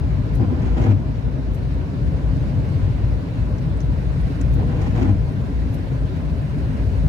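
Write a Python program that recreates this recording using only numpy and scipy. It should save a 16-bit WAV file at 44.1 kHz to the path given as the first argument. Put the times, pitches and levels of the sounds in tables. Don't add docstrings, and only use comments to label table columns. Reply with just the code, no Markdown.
import sys
import numpy as np
from scipy import signal
from scipy.fft import rfft, irfft, next_fast_len
from scipy.io import wavfile
from scipy.ndimage import uniform_filter1d

SR = 44100
rng = np.random.default_rng(int(sys.argv[2]) if len(sys.argv) > 2 else 0)


def linear_from_db(decibels):
    return 10 ** (np.asarray(decibels, float) / 20)


def store_pcm(level_fs):
    pcm = np.round(np.clip(level_fs, -1, 1) * 32767).astype(np.int16)
    wavfile.write(sys.argv[1], SR, np.atleast_2d(pcm).T)


N = 312228
LEAD = 4096
M = next_fast_len(N + 2 * LEAD, real=True)
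HZ = np.fft.rfftfreq(M, 1 / SR)
T = (np.arange(M) - LEAD) / SR
SLOW = T[::64]


# peak t/s, level/dB, length/s, firing f/Hz
BOOM_SURGES = [(.13, -25.5, 0.033, 52.25), (.25, -23.5, 0.044, 52.2), (.35, -20.5, 0.046, 55.64),
               (.76, -19.5, 0.083, 55.9), (.98, -25.5, .05, 59.95), (1.28, -26.5, 0.1, 54.6),
               (1.49, -22, .06, 54.4), (1.72, -25, .1, 54.2), (2.04, -24, 0.058, 56.85),
               (2.18, -22.5, 0.025, 57.7), (2.3, -19, 0.046, 55.5), (2.48, -21.5, 0.046, 55.2),
               (2.77, -24.5, 0.019, 55.8), (2.96, -17.5, 0.031, 56), (3.08, -17.5, 0.067, 56),
               (3.45, -23, 0.073, 57.3), (3.72, -25, 0.074, 57), (3.9, -20, 0.048, 55.9),
               (4.1, -21.5, 0.048, 54.6), (4.24, -16.5, 0.026, 55.7), (4.55, -16.5, 0.081, 57.04),
               (4.91, -24, 0.04, 53.2), (5.05, -21, .05, 57.4), (5.22, -19, 0.046, 57.4),
               (5.61, -20, .08, 57.6), (6.03, -21.5, 0.053, 55.2), (6.33, -27, .09, 60.45),
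               (6.62, -26.5, .05, 58.6), (6.81, -24, 0.056, 60.1), (7.03, -18, 0.091, 53)]


def engine():
    idle_db, limit_db, trim_db = -32.5, -13, -1.2
    cycles = np.cumsum(curve(BOOM_SURGES, axis=3)) / SR
    level = linear_from_db(idle_db)
    for peak_s, db, length_s, _ in BOOM_SURGES:
        level = level + linear_from_db(db) * swell(peak_s, length_s, length_s)
    level = np.interp(T, SLOW, np.minimum(level, linear_from_db(limit_db)))
    return level * linear_from_db(trim_db) * np.sqrt(2) * np.sin(2 * np.pi * cycles)


# t/s, wading effort/dB, rain strength/dB
STREET_COURSE = [(0, 0.5, -0.5), (.35, 1.5, 0), (.98, 0.5, -2.5), (1.23, -3, -2), (1.65, -1, -1),
                 (1.92, -2.5, -1), (2.39, 2, .5), (2.72, 1.5, 1), (3.28, 0, 0), (3.82, 0, -.5),
                 (4.2, -1.5, 1.5), (4.5, 2.5, 1), (5.18, 0.5, -0.5), (5.4, -1, 0), (5.9, -1, 0),
                 (6.15, -0.5, -.5), (6.4, -1.5, 0), (6.85, 1, 1)]
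# f/Hz, density/dB per Hz
RUMBLE_SPECTRUM = [(13, -50), (22, -27), (29, -7.5), (36, -14.5), (43, -5), (58, -2.5), (81, -2.5),
                   (134, -4), (184, -11.5), (205, -19), (262, -18), (333, -30), (400, -31), (520, -41.5),
                   (880, -120)]
# f/Hz, density/dB per Hz
ROAR_SPECTRUM = [(120, -37), (200, -3.5), (264, -0.5), (337, -8.5), (568, -13.5), (620, -13.5),
                 (725, -18.5), (893, -21.5), (992, -21), (1210, -26.5), (1600, -29), (2080, -42),
                 (3520, -120)]


def tyres():
    rumble_db, roar_db, roar_share = -21.5, -32, 0.37
    wading_db = curve(STREET_COURSE, axis=1)
    rumble = coloured(patchy(patch_db=-0.66, flicker_db=0.8), RUMBLE_SPECTRUM)
    roar = coloured(patchy(patch_db=1.0, flicker_db=-0.1), ROAR_SPECTRUM)
    return linear_from_db(rumble_db + wading_db) * rumble + linear_from_db(roar_db + roar_share * wading_db) * roar


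# start t/s, scrape/dB, groan/dB, parked-blade groan/dB, grip change/dB per s
WIPER_SWEEPS = [
    (.3514, -2.5, -1.5, -0.3, 5.5),
    (4.538, 3, 2.5, 1, -7.5),
]
# delay/s, hold/s, blade scrape/dB, linkage groan/dB
BREAKAWAY_PUSHES = [(.06, .03, -65, -29.5), (.16, .04, -63, -31), (.23, .03, -59, -31.5)]
# delay/s, hold/s, blade scrape/dB, linkage groan/dB
STROKE_PUSHES = [(.285, .05, -49, -29.5), (.35, .05, -55, -36), (.43, .065, -46.5, -26),
                 (.515, .05, -51, -25.5)]
# f/Hz, density/dB per Hz
SCRAPE_SPECTRUM = [(800, -21.5), (1250, -8), (2000, -9), (3000, -12), (4000, -17), (5800, -18),
                   (7000, -21.5), (8500, -26.5), (10000, -35), (12000, -33.5), (15000, -45)]
# f/Hz, width/Hz, level/dB
LINKAGE_MODES = [(256.3, 27, 4.5), (340.5, 77, -3), (480.4, 68, -7.5), (610, 104, -14), (790, 230, -20),
                 (994, 140, -23)]
# f/Hz, density/dB per Hz
DRAG_SPECTRUM = [(400, -12.5), (700, 13), (1200, 2), (1600, -0.5), (2200, -5.5), (3000, -13), (3600, -21),
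                 (6000, -40.5)]


def wiper_sweeps():
    slips = patchy(patch_db=0.5, flicker_db=-0.75)
    slips = slips + linear_from_db(-2.0) * grains(per_s=160, spread_db=0.5, t60_s=0.014)
    scrape = coloured(slips, SCRAPE_SPECTRUM)
    modes = sum(linear_from_db(db) / (1 + 2j * (HZ - hz) / width_hz) ** 2 for hz, width_hz, db in LINKAGE_MODES)
    groan = evened(irfft(rfft(slips) * modes, M)) + linear_from_db(-9.5) * coloured(slips, DRAG_SPECTRUM)
    power = np.zeros((2, len(SLOW)))
    for start_s, scrape_db, groan_db, parked_db, grip_db_per_s in WIPER_SWEEPS:
        for pushes, strain_db in ((BREAKAWAY_PUSHES, parked_db), (STROKE_PUSHES, groan_db)):
            for delay_s, hold_s, blade_db, link_db in pushes:
                level = linear_from_db([[blade_db + scrape_db], [link_db + strain_db]])
                level = level * linear_from_db(grip_db_per_s * delay_s)
                power += (level * push_envelope(start_s + delay_s, hold_s)) ** 2
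    blade, link = (np.interp(T, SLOW, np.sqrt(p)) for p in power)
    return blade * scrape + link * groan


def push_envelope(start_s, hold_s):
    attack_s, release_s, flat_s = 0.02, 0.016, 1e3
    return swell(start_s, attack_s, flat_s) * swell(start_s + hold_s, flat_s, release_s)


# peak t/s, level/dB, slip rate f/Hz, build-up/s, dying/s
BLADE_SHUDDERS = [
    (.405, -17, 108.3, 0.012, 0.039),
    (0.483, -16.5, 98, .02, 0.042),
    (.81, -16.5, 116, .015, 0.026),
    (.912, -11, 102.3, 0.043, 0.047),
    (4.6, -18, 103.8, 0.022, .04),
    (4.99, -17, 109.7, 0.031, .035),
    (5.095, -11.5, 102.5, 0.021, 0.064),
    (7.062, -13, 91.7, 0.0074, 0.012),
]
# multiple, level/dB
SLIP_HARMONICS = [(1, -1.5), (2, -12), (3, -19), (4, -35)]


def wiper_shudders():
    sag_hz_per_s = 99
    out = np.zeros((1, M + SR))
    t = np.arange(-LEAD * 2, LEAD * 2) / SR
    for peak_s, peak_db, hz, rise_s, fall_s in BLADE_SHUDDERS:
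        cycles = hz * t - sag_hz_per_s * t ** 2 / 2
        stack = sum(linear_from_db(db) * np.cos(2 * np.pi * k * cycles) for k, db in SLIP_HARMONICS)
        add(out, peak_s, np.sqrt(2) * linear_from_db(peak_db) * swell(0, rise_s, fall_s, t) * stack[None])
    return out[0, :M]


# t/s, peak/dB, t60/s
RELAY_TICKS = [
    (0.3514, -47.5, 0.063),
    (1.5469, -48.5, 0.052),
    (4.538, -47.5, 0.059),
    (5.7428, -47, 0.05),
]
# f/Hz, gain/dB
RELAY_GAIN = [(3000, -22), (6000, -2), (8500, -6.5), (10000, -6), (11800, 2.5), (13200, -6), (14500, -18),
              (16000, -22)]


def relay():
    ticks = np.zeros((2, M))
    for s, db, t60_s in RELAY_TICKS:
        add(ticks, s, linear_from_db(db) * burst(t60_s, rise_s=0.0016, halo_db=-8, halo_s=0.0212))
    return irfft(rfft(ticks) * linear_from_db(read(RELAY_GAIN, HZ) + 2.0), M)


# t/s, peak/dB, ring f/Hz, width/Hz, t60/s
DROPS_AND_KNOCKS = [(.619, -50, 5700, 1400, .04), (2.369, -55, 5100, 3700, .03),
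                    (3.583, -48, 5200, 2800, .04), (3.772, -52, 7700, 2500, 0.025),
                    (3.812, -46, 6000, 900, .06), (3.985, -59, 11500, 2000, .06),
                    (4.212, -51, 9500, 1500, 0.021), (4.413, -38, 6400, 3300, 0.025),
                    (4.26, -61, 10300, 4000, 0.02), (4.6, -50, 2400, 2500, 0.022),
                    (3.805, -42.5, 5800, 3000, .018), (4.985, -25, 628, 300, 0.091),
                    (5.012, -9.5, 255, 49, 0.14), (0.48, -34, 400, 120, 0.14), (0.38, -26, 410, 33, .1),
                    (4.414, -39, 2200, 1800, .025), (4.415, -50, 5800, 700, .06), (.925, -20, 255, 70, .12),
                    (4.4, -22, 270, 70, .1), (4.815, -49, 5900, 2000, .09), (.815, -52, 6000, 2500, .05)]


def drops_and_knocks():
    out = np.zeros((2, M))
    for s, db, hz, width_hz, t60_s in DROPS_AND_KNOCKS:
        crack = burst(t60_s, rise_s=0.00071, halo_db=-21, halo_s=0.015)
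        ring = resonate(resonate(crack, hz, width_hz), hz, width_hz)
        add(out, s, linear_from_db(db) * np.sqrt(SR / width_hz / 4) * ring)
    return out


# f/Hz, density/dB per Hz
HISS_SPECTRUM = [(590, -24), (1000, -4.5), (1200, -12), (1500, -6), (1900, -7.5), (2250, -9), (2700, -10.5),
                 (3300, -15.5), (4070, -14.5), (5200, -20), (7000, -27), (9500, -42.5), (15000, -65.5)]
# f/Hz, density/dB per Hz
SPRAY_SPECTRUM = [(4000, -24.5), (7000, -6), (9000, 3), (11500, 0), (12900, -1.5), (13300, -4.5),
                  (14500, -3.5), (16000, -6)]


def rain():
    hiss_db, spray_db, spray_share, spray_db_per_s = -47, -68, 1.1, 0.45
    near = grains(per_s=500, spread_db=3.0, t60_s=0.03)
    water = patchy(patch_db=1.18, flicker_db=0.5) + linear_from_db(-14.0) * near
    rain_db = curve(STREET_COURSE, axis=2)
    hiss = linear_from_db(hiss_db + rain_db) * coloured(water, HISS_SPECTRUM)
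    spray_level = linear_from_db(spray_db + spray_share * rain_db + spray_db_per_s * T)
    return hiss + spray_level * coloured(water[::-1], SPRAY_SPECTRUM)


def patchy(patch_db, flicker_db):
    frames = M // 64 + 5
    a, b, c, d, patches = rng.standard_normal((frames, 129, 5)).T
    patches = uniform_filter1d(patches, size=4, axis=0)
    patches = evened(uniform_filter1d(patches, size=40, axis=1))
    flicker = evened(uniform_filter1d(rng.standard_normal(frames), size=12))
    z = np.array([a + 1j * b, c + 1j * d]) * linear_from_db(patch_db * patches + flicker_db * flicker)
    return evened(signal.istft(z, nperseg=256, noverlap=192)[1][:, :M])


def grains(per_s, spread_db, t60_s):
    sizes = linear_from_db(spread_db * np.minimum(rng.exponential(1, M), 5)) * (rng.random(M) < per_s / SR)
    signs = rng.choice([-1., 1.], M)
    tails = rng.standard_normal((2, 900)) * linear_from_db(-60 * np.arange(900) / SR / t60_s)
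    return evened(signal.oaconvolve(sizes[None] * signs, tails, axes=1)[:, :M])


def burst(t60_s, rise_s, halo_db, halo_s):
    t = np.arange(-3000, 3000) / SR
    shape = np.clip(1 + t / rise_s, 0, 1) * linear_from_db(-60 * np.maximum(t, 0) / t60_s)
    halo = linear_from_db(halo_db) * np.exp(-(t / halo_s) ** 2)
    return (shape + halo) * rng.standard_normal((2, len(t)))


def resonate(x, hz, width_hz):
    turn = np.exp(2j * np.pi * hz * np.arange(x.shape[-1]) / SR)
    r = np.exp(-np.pi * width_hz / SR)
    return 2 * (turn * signal.lfilter([1 - r], [1, -r], x / turn)).real


def swell(peak_s, rise_s, fall_s, t=SLOW):
    return np.exp(-((t - peak_s) / np.where(t < peak_s, rise_s, fall_s)) ** 2)


def evened(x):
    return x / np.sqrt(np.mean(x ** 2) + 1e-20)


def read(points, hz, axis=1):
    table = np.transpose(points)
    return np.interp(np.log(hz + 1), np.log(table[0] + 1), table[axis])


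def curve(rows, axis):
    table = np.transpose(rows)
    return np.interp(T, table[0], table[axis])


def coloured(x, points):
    return evened(irfft(rfft(x) * linear_from_db(read(points, HZ)), M))


def add(mix, s, sound):
    start = round(s * SR) + LEAD - sound.shape[1] // 2
    mix[:, start:start + sound.shape[1]] += sound


# f/Hz, likeness/0-1, right lead/rad, left-right/dB
PORT_PAIR = [(29.7, 0.85, -0.5, 5), (60, 0.88, 1.0, 2), (89, 0.85, 0.5, 4.5), (144.4, 0.98, -0.5, 2.5),
             (257, 0.93, 1.16, 0), (316, 0.82, -1.1, 1), (533, 0.7, -0.5, 1), (714, 0.12, 1, 0.4),
             (1230, 0.25, 2.5, 1.2), (2000, 0.01, 4, -2.5), (3500, 0.05, 1.5, 0), (15000, 0.41, 2, -0.5)]
# f/Hz, gain/dB
PASSBAND_GAIN = [(15, -30), (30, -6), (45, 0), (15760, 0), (15800, -70)]


def ports(paths):
    first, second = rfft(paths) * linear_from_db(read(PASSBAND_GAIN, HZ))
    same = np.clip(read(PORT_PAIR, HZ), 0, 1)
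    lead = np.exp(1j * read(PORT_PAIR, HZ, axis=2))
    right = same * first * lead + np.sqrt(1 - same ** 2) * second
    tilt = linear_from_db(read(PORT_PAIR, HZ, axis=3) / 2)
    return irfft(np.array([first * tilt, right / tilt]), M)


def deepened(x):
    z = signal.stft(x, nperseg=2048, noverlap=1536)[2]
    power = abs(z) ** 2 + 1e-20
    around = uniform_filter1d(uniform_filter1d(power, size=15, axis=1), size=3, axis=2)
    gain = np.minimum(power / (abs(around) + 1e-20), 2.5) ** 0.11
    return signal.istft(z * gain, nperseg=2048, noverlap=1536)[1]


def scene():
    tones = (engine() + wiper_shudders()) * [[1], [0]]
    paths = tones + tyres() + wiper_sweeps() + relay() + drops_and_knocks() + rain()
    return deepened(ports(paths))[:, LEAD:LEAD + N]


def low_pass(x):
    return signal.sosfilt(signal.butter(12, 16870, fs=SR, output="sos"), x)


def record(dry):
    mix = linear_from_db(-0.3) * dry
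    return low_pass(mix)


dry = scene()
out = record(dry)
store_pcm(out)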